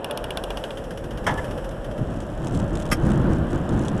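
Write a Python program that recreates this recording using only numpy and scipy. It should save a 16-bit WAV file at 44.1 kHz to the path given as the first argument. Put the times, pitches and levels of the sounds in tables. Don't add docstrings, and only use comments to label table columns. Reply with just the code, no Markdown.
import sys
import numpy as np
from scipy import signal
from scipy.fft import rfft, irfft
from scipy.io import wavfile

SR = 44100
rng = np.random.default_rng(int(sys.argv[2]) if len(sys.argv) > 2 else 0)


def put_to_file(sound):
    columns = np.atleast_2d(sound).T
    safe = np.clip(columns, -1, 1)
    whole_steps = np.round(safe * 32767)
    wavfile.write(sys.argv[1], SR, whole_steps.astype(np.int16))


N = 176400
T = np.arange(N) / SR
RING_N = SR // 2
RING_T = T[:RING_N]


def amp(db):
    return 10 ** (np.asarray(db) / 20)


def unit(x):
    return x / np.sqrt(np.mean(x ** 2) + 1e-20)


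def at_frequency(points, hz):
    table_hz, value = np.transpose(points)
    return np.interp(np.log(hz + 1), np.log(table_hz + 1), value)


def envelope(points):
    return amp(np.interp(T, *np.transpose(points)))


def add(mix, onset, sound):
    part = mix[max(round(onset * SR), 0):][:len(sound)]
    part += sound[:len(part)]


def noise(spectrum, size=N):
    gain = amp(at_frequency(spectrum, np.fft.rfftfreq(size, 1 / SR)))
    return unit(irfft(rfft(rng.standard_normal(size)) * gain, size))


def decay(t60):
    return amp(-60 * RING_T / t60)


def burst(spectrum, t60):
    return noise(spectrum, RING_N) * decay(t60)


def attack(rise_s):
    return np.minimum(RING_T / rise_s, 1)


def pulse(centre, half_width, t=T):
    return np.exp(-((t - centre) / half_width) ** 2)


def ring(modes):
    return sum(amp(db) * decay(t60) * np.sin(2 * np.pi * (hz * RING_T + rng.random()))
               for hz, db, t60 in modes)


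# (time [s], relative level [dB], high-band gain [dB], clack-band gain [dB],
# frequency favoured by the contact [Hz])
PAWL_IMPACTS = [(0.0440,-0.5,-1,5,2900),(0.1097,-1.5,0,-8,3470),(0.1742,-0.5,-1,-14,3200),(0.241,-2,-2.5,1,2900),(0.3057,-1,-3,-7,2900),(0.3724,2,-2.5,4.5,3350),(0.438,-2,-1,4,3360),(0.5043,-0.5,-11,-2,2400),(0.5715,-3.5,-8,4,2970),(0.6391,-3.5,-14,-12,2880),(0.7061,-6.5,-16,-6,3180)]
# (frequency [Hz], relative level [dB], decay time [s])
PAWL_MODES = [(2430,-13,0.016),(2880,-5,0.024),(3380,-4,0.015),(3970,-23,0.011),(4660,-19,0.0092),(5600,-16.5,0.02),(8550,-12.5,0.013),(10340,-7.5,0.011),(11700,-13.5,0.011),(12500,-30,.008)]
# (frequency [Hz], relative spectral density [dB])
FRAME_SPECTRUM = [(200,-2),(600,6.5),(1100,0),(1650,-13),(2100,-27),(2600,-5),(8000,-56)]
# (frequency [Hz], relative spectral density [dB])
SCATTERED_SPECTRUM = [(300,-22),(1600,9),(2300,-7),(3050,5),(4200,-12.5),(5600,-7),(7000,-14.5),(10400,-11),(13300,-19.5),(14000,-50)]
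CONTACT_RISE_S, SCRAPE_S = 0.00058, 0.0014
CLACK_ABOVE_HZ, HIGH_ABOVE_HZ = 3700, 6000
FAVOUR_DB, FAVOUR_WIDTH_HZ, RELATIVE_DETUNE = 4.5, 350, 0.0088

def pawl():
    out = np.zeros(N)
    contact = np.exp(-RING_T / SCRAPE_S) * attack(CONTACT_RISE_S)
    for onset, db, high_db, clack_db, favoured_hz in PAWL_IMPACTS:
        tick = np.zeros(RING_N)
        for hz, mode_db, t60 in PAWL_MODES:
            detuned_hz = hz * (1 + RELATIVE_DETUNE * rng.standard_normal())
            mode = ring([(detuned_hz, 0, t60)])
            force = rng.standard_normal(RING_N) * contact
            response = signal.fftconvolve(force, mode)[:RING_N]
            band_db = high_db if hz > HIGH_ABOVE_HZ else clack_db if hz > CLACK_ABOVE_HZ else 0
            favour_db = FAVOUR_DB * np.exp(-((hz - favoured_hz) / FAVOUR_WIDTH_HZ) ** 2)
            tick += amp(mode_db + band_db + favour_db) * unit(response)
        knock = amp(-29) * burst(FRAME_SPECTRUM, t60=0.091)
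        scattered = amp(-42) * burst(SCATTERED_SPECTRUM, t60=0.14)
        add(out, onset, amp(db) * (amp(-50.5) * tick + knock + scattered))
    return out


DISTANT_IMPACTS = [3.5,4.5,-1,3.5,-1,2,2,-0.5,0.5,1.5,-0.5,2,2.5,2.5,0.5,-0.5,1,-3.5,-24,0,-4.5,-2.5]
DISTANT_START_S, TOOTH_PERIOD_S = 0.5715, 0.06698

def distant_pawls():
    out = np.zeros(N)
    for tooth, db in enumerate(DISTANT_IMPACTS):
        tick = burst(SCATTERED_SPECTRUM, t60=0.096) * attack(0.0011)
        add(out, DISTANT_START_S + tooth * TOOTH_PERIOD_S, amp(db - 38.5) * tick)
    return out


# (time [s], knock level [dB], thud level [dB])
CHASSIS_IMPACTS = [(1.2654,-17,-33),(1.275,-25.5,-21.5),(1.38,-35,-44)]
# (frequency [Hz], relative spectral density [dB])
CHASSIS_SPECTRUM = [(100,0),(500,0),(950,4),(1150,-1),(1750,2.5),(2100,1.5),(2500,-15),(3200,-3.5),(4200,-27),(5600,-14),(6600,-18),(9000,-17.5),(14000,-31)]
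# (frequency [Hz], decay time [s])
CHASSIS_DECAY = [(200,0.39),(900,0.35),(2000,.17),(5000,0.15),(12000,0.064)]
# (frequency [Hz], relative level [dB], decay time [s])
CHASSIS_MODES = [(962,-0.5,0.42),(1306,-8,0.43),(1705,-4,0.32),(2000,-9,0.1),(5400,-6,0.055)]
# (frequency [Hz], relative spectral density [dB])
THUD_SPECTRUM = [(20,-3),(70,-6.5),(125,5),(190,-9.5),(280,-2.5),(450,-15.5),(1000,-40),(3000,-74)]

def chassis_knocks():
    out = np.zeros(N)
    for onset, db, thud_db in CHASSIS_IMPACTS:
        hz, t, bands = signal.stft(noise(CHASSIS_SPECTRUM, RING_N), SR, nperseg=256)
        damping = amp(-60 * t / at_frequency(CHASSIS_DECAY, hz)[:, None])
        body = signal.istft(bands * damping, SR)[1][:RING_N]
        ringing = amp(-9.5) * ring(CHASSIS_MODES)
        add(out, onset, amp(db) * (body + ringing) * attack(0.003))
        thud = noise(THUD_SPECTRUM, RING_N) * pulse(centre=0.058, half_width=0.021, t=RING_T)
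        add(out, onset, amp(thud_db) * thud)
    return out


# (time [s], relative level [dB])
LATCH_IMPACTS = [(2.9150,-5.5),(2.918,-1),(2.925,-2),(2.930,-5.5)]
# (frequency [Hz], relative level [dB], decay time [s])
LATCH_MODES = [(1220,2.5,0.054),(1404,-2,0.055),(1615,-4,0.066),(1940,-3.5,0.066),(2050,-1.5,0.048),(3190,-7.5,0.08),(4710,-20,0.081),(5404,-2.5,0.057),(5510,-14,.06),(8500,-13,0.06),(11200,-9,0.037)]
# (frequency [Hz], relative spectral density [dB])
LATCH_SPECTRUM = [(300,-6),(1200,-1.5),(2100,2.5),(3000,-6),(4200,-14),(5400,-1.5),(6300,-11),(8500,-11),(11000,-7.5),(12700,-16),(14500,-29)]

def latch():
    energy_in, out = np.zeros(N), np.zeros(N)
    for onset, db in LATCH_IMPACTS:
        add(out, onset, amp(db - 21) * burst(LATCH_SPECTRUM, t60=0.06))
        add(energy_in, onset, amp([db - 22.5]) ** 2)
    for hz, db, t60 in LATCH_MODES:
        kept_per_sample = 1e-6 ** (1 / (t60 * SR))
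        energy = signal.lfilter([1], [1, -kept_per_sample], energy_in)
        out += amp(db) * np.sqrt(energy) * np.sin(2 * np.pi * (hz * T + rng.random()))
    return out


# (frequency [Hz], relative spectral density [dB])
WIND_SPECTRUM = [(15,-8.5),(42,-5),(75,-2),(130,0),(235,-3.5),(285,-6.5),(335,-3.5),(400,-15),(700,-21.5),(1000,-24),(1600,-26.5),(2200,-43),(3100,-46.5),(9000,-70)]
# (time [s], level [dB])
WIND_LEVELS = [(0,-45),(.65,-41.5),(.8,-37),(1.2,-34),(1.52,-29.5),(1.65,-38.5),(1.93,-34.5),(2.15,-29.5),(2.35,-31.5),(2.57,-24.5),(2.72,-27.5),(2.97,-25.5),(3.06,-19),(3.33,-20.5),(3.45,-25),(3.55,-23.5),(3.75,-21),(4,-24)]
# (time [s], level [dB], half-width [s])
BUFFETS = [(2.01,-23,0.027),(2.552,-22.5,0.035),(2.928,-14,0.0056),(3.044,-18.5,0.014),(3.306,-19,0.019),(3.759,-21.5,0.0091)]
GUST_DEPTH_DB, GUST_BANDWIDTH_HZ = 1.5, 10

def wind():
    low_pass = np.exp(-(np.fft.rfftfreq(N, 1 / SR) / GUST_BANDWIDTH_HZ) ** 2)
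    gusts = unit(irfft(rfft(rng.standard_normal(N)) * low_pass, N))
    rumble = noise(WIND_SPECTRUM) * envelope(WIND_LEVELS) * amp(GUST_DEPTH_DB * gusts)
    buffets = sum(amp(db) * pulse(time, half_width) for time, db, half_width in BUFFETS)
    return rumble + noise(THUD_SPECTRUM) * buffets


# (frequency [Hz], relative spectral density [dB])
WHEEL_SPECTRUM = [(30,-19),(140,-1.5),(260,-3),(380,-1.5),(520,2),(660,-1),(820,-4.5),(1200,-11.5),(1700,-12.5),(2200,-31.5),(2600,-24),(3100,-20),(4000,-36),(8000,-74)]
# (time [s], level [dB])
WHEEL_LEVELS = [(0,-34.5),(.15,-32.5),(.6,-34),(1.0,-39.5),(1.35,-33),(1.7,-36.5),(2.3,-37.5),(3,-34),(4,-33.5)]
# (frequency [Hz], relative spectral density [dB])
RUMBLE_SPECTRUM = [(15,-27),(30,-4.5),(42,3.5),(58,-5),(80,-17),(160,-41),(600,-74)]
# (time [s], level [dB])
RUMBLE_LEVELS = [(.17,-53),(.25,-31.5),(.5,-35.5),(.65,-43.5),(1.2,-34),(1.7,-32.5),(2.3,-36.5),(3.3,-25),(3.6,-52)]
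# (frequency [Hz], relative spectral density [dB])
HISS_SPECTRUM = [(1500,11.5),(3100,6.5),(4300,-8),(5500,8.5),(6200,-3),(8000,5),(9400,-1.5),(10400,5),(11200,-2.5),(13200,-6),(13900,-40)]
# (time [s], level [dB])
HISS_LEVELS = [(0,-60.5),(.3,-57),(.6,-51.5),(.9,-56),(1.2,-56),(1.4,-49.5),(1.7,-55.5),(2,-57.5),(4,-56.5)]

def rolling():
    roar = noise(WHEEL_SPECTRUM) * envelope(WHEEL_LEVELS)
    rumble = noise(RUMBLE_SPECTRUM) * envelope(RUMBLE_LEVELS)
    hiss = noise(HISS_SPECTRUM) * envelope(HISS_LEVELS)
    return roar + rumble + hiss


# (time [s], centre frequency [Hz], level [dB])
CHAIN_RESONANCE = [(0,560,-38.5),(0.129,585,-40),(.95,510.1,-37),(1.201,505,-38.5),(1.751,559.7,-36.5),(2.198,580,-40.5),(2.698,600,-37),(4,599.2,-46)]
DRONE_HALF_WIDTH_HZ = 90

def chain_drone():
    times, hz, db = np.transpose(CHAIN_RESONANCE)
    band = np.exp(-(np.fft.fftfreq(N, 1 / SR) / DRONE_HALF_WIDTH_HZ) ** 2)
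    flutter = np.fft.ifft(band * rng.standard_normal(N) * np.exp(2j * np.pi * rng.random(N)))
    cycles = np.cumsum(np.interp(T, times, hz)) / SR
    carrier = np.exp(2j * np.pi * cycles)
    return unit((flutter * carrier).real) * amp(np.interp(T, times, db))


# (frequency [Hz], relative spectral density [dB])
CRACKLE_SPECTRUM = [(1000,8.5),(2200,3.5),(3200,12),(4500,-2),(5500,5),(7500,7),(10000,0),(11000,-6.5),(13000,-22),(13900,-50)]
# (time [s], level [dB])
CRACKLE_LEVELS = [(1.9,-67.5),(2.2,-54.5),(2.33,-60),(2.58,-50.5),(2.68,-56.5),(2.86,-48),(3,-55.5),(3.12,-47.5),(3.22,-57.5),(3.35,-53),(3.44,-65),(3.54,-48),(3.63,-63),(3.71,-54),(3.87,-48),(4,-58.5)]
# (time [s], level [dB])
SNAPS = [(1.341,-36),(1.692,-39),(2.204,-36),(2.446,-37.5),(2.471,-30.5),(2.549,-33.5),(2.574,-34.5),(2.599,-37),(2.7544,-30),(2.772,-33),(2.8,-33),(3.066,-50),(3.106,-38),(3.118,-31.5),(3.322,-47),(3.335,-41),(3.533,-44),(3.692,-35.5),(3.793,-35),(3.849,-40),(3.883,-30),(3.978,-42)]
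CRACKLES_PER_S, CRACKLE_SPREAD_DB = 190, 1.5

def crackle():
    occurs = rng.random(N) < CRACKLES_PER_S / SR
    sizes = occurs * amp(CRACKLE_SPREAD_DB * np.minimum(rng.exponential(1, N), 3))
    energy = abs(signal.fftconvolve(sizes ** 2, decay(t60=0.008) ** 2)[:N])
    amplitude = unit(np.sqrt(energy)) * envelope(CRACKLE_LEVELS)
    for onset, db in SNAPS:
        add(amplitude, onset, amp(db) * decay(t60=0.017))
    return amplitude * noise(CRACKLE_SPECTRUM)


# (time [s], knock level [dB], knock decay time [s])
FRAME_TAP = (.0985,-28,.035)
# (frequency [Hz], level [dB], decay time [s])
FRAME_MODES = [(584,-27.5,0.36),(710,-34.5,0.71),(870,-36,0.73),(1437,-45,1)]

def frame_tap():
    out = np.zeros(N)
    onset, db, t60 = FRAME_TAP
    knock = amp(db) * burst(FRAME_SPECTRUM, t60)
    add(out, onset, (knock + ring(FRAME_MODES)) * attack(CONTACT_RISE_S))
    return out


# (time [s], frequency [Hz], level [dB], half-width [s])
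SQUEAKS = [(1.389,1735,-28,.01),(1.393,2040,-36,.007)]

def squeaks():
    return sum(amp(db) * pulse(time, half_width) * np.sin(2 * np.pi * hz * T)
               for time, hz, db, half_width in SQUEAKS)


def scene():
    impacts = pawl() + distant_pawls() + frame_tap() + chassis_knocks() + latch()
    return (impacts + rolling() + chain_drone() + wind() + crackle() + squeaks())[None]


CUTOFF_HZ = 14250

def record(dry):
    low_pass = signal.firwin(255, CUTOFF_HZ, window=("kaiser", 9), fs=SR)
    return signal.oaconvolve(dry, low_pass[None], "same")


dry = scene()
out = record(dry)
put_to_file(out)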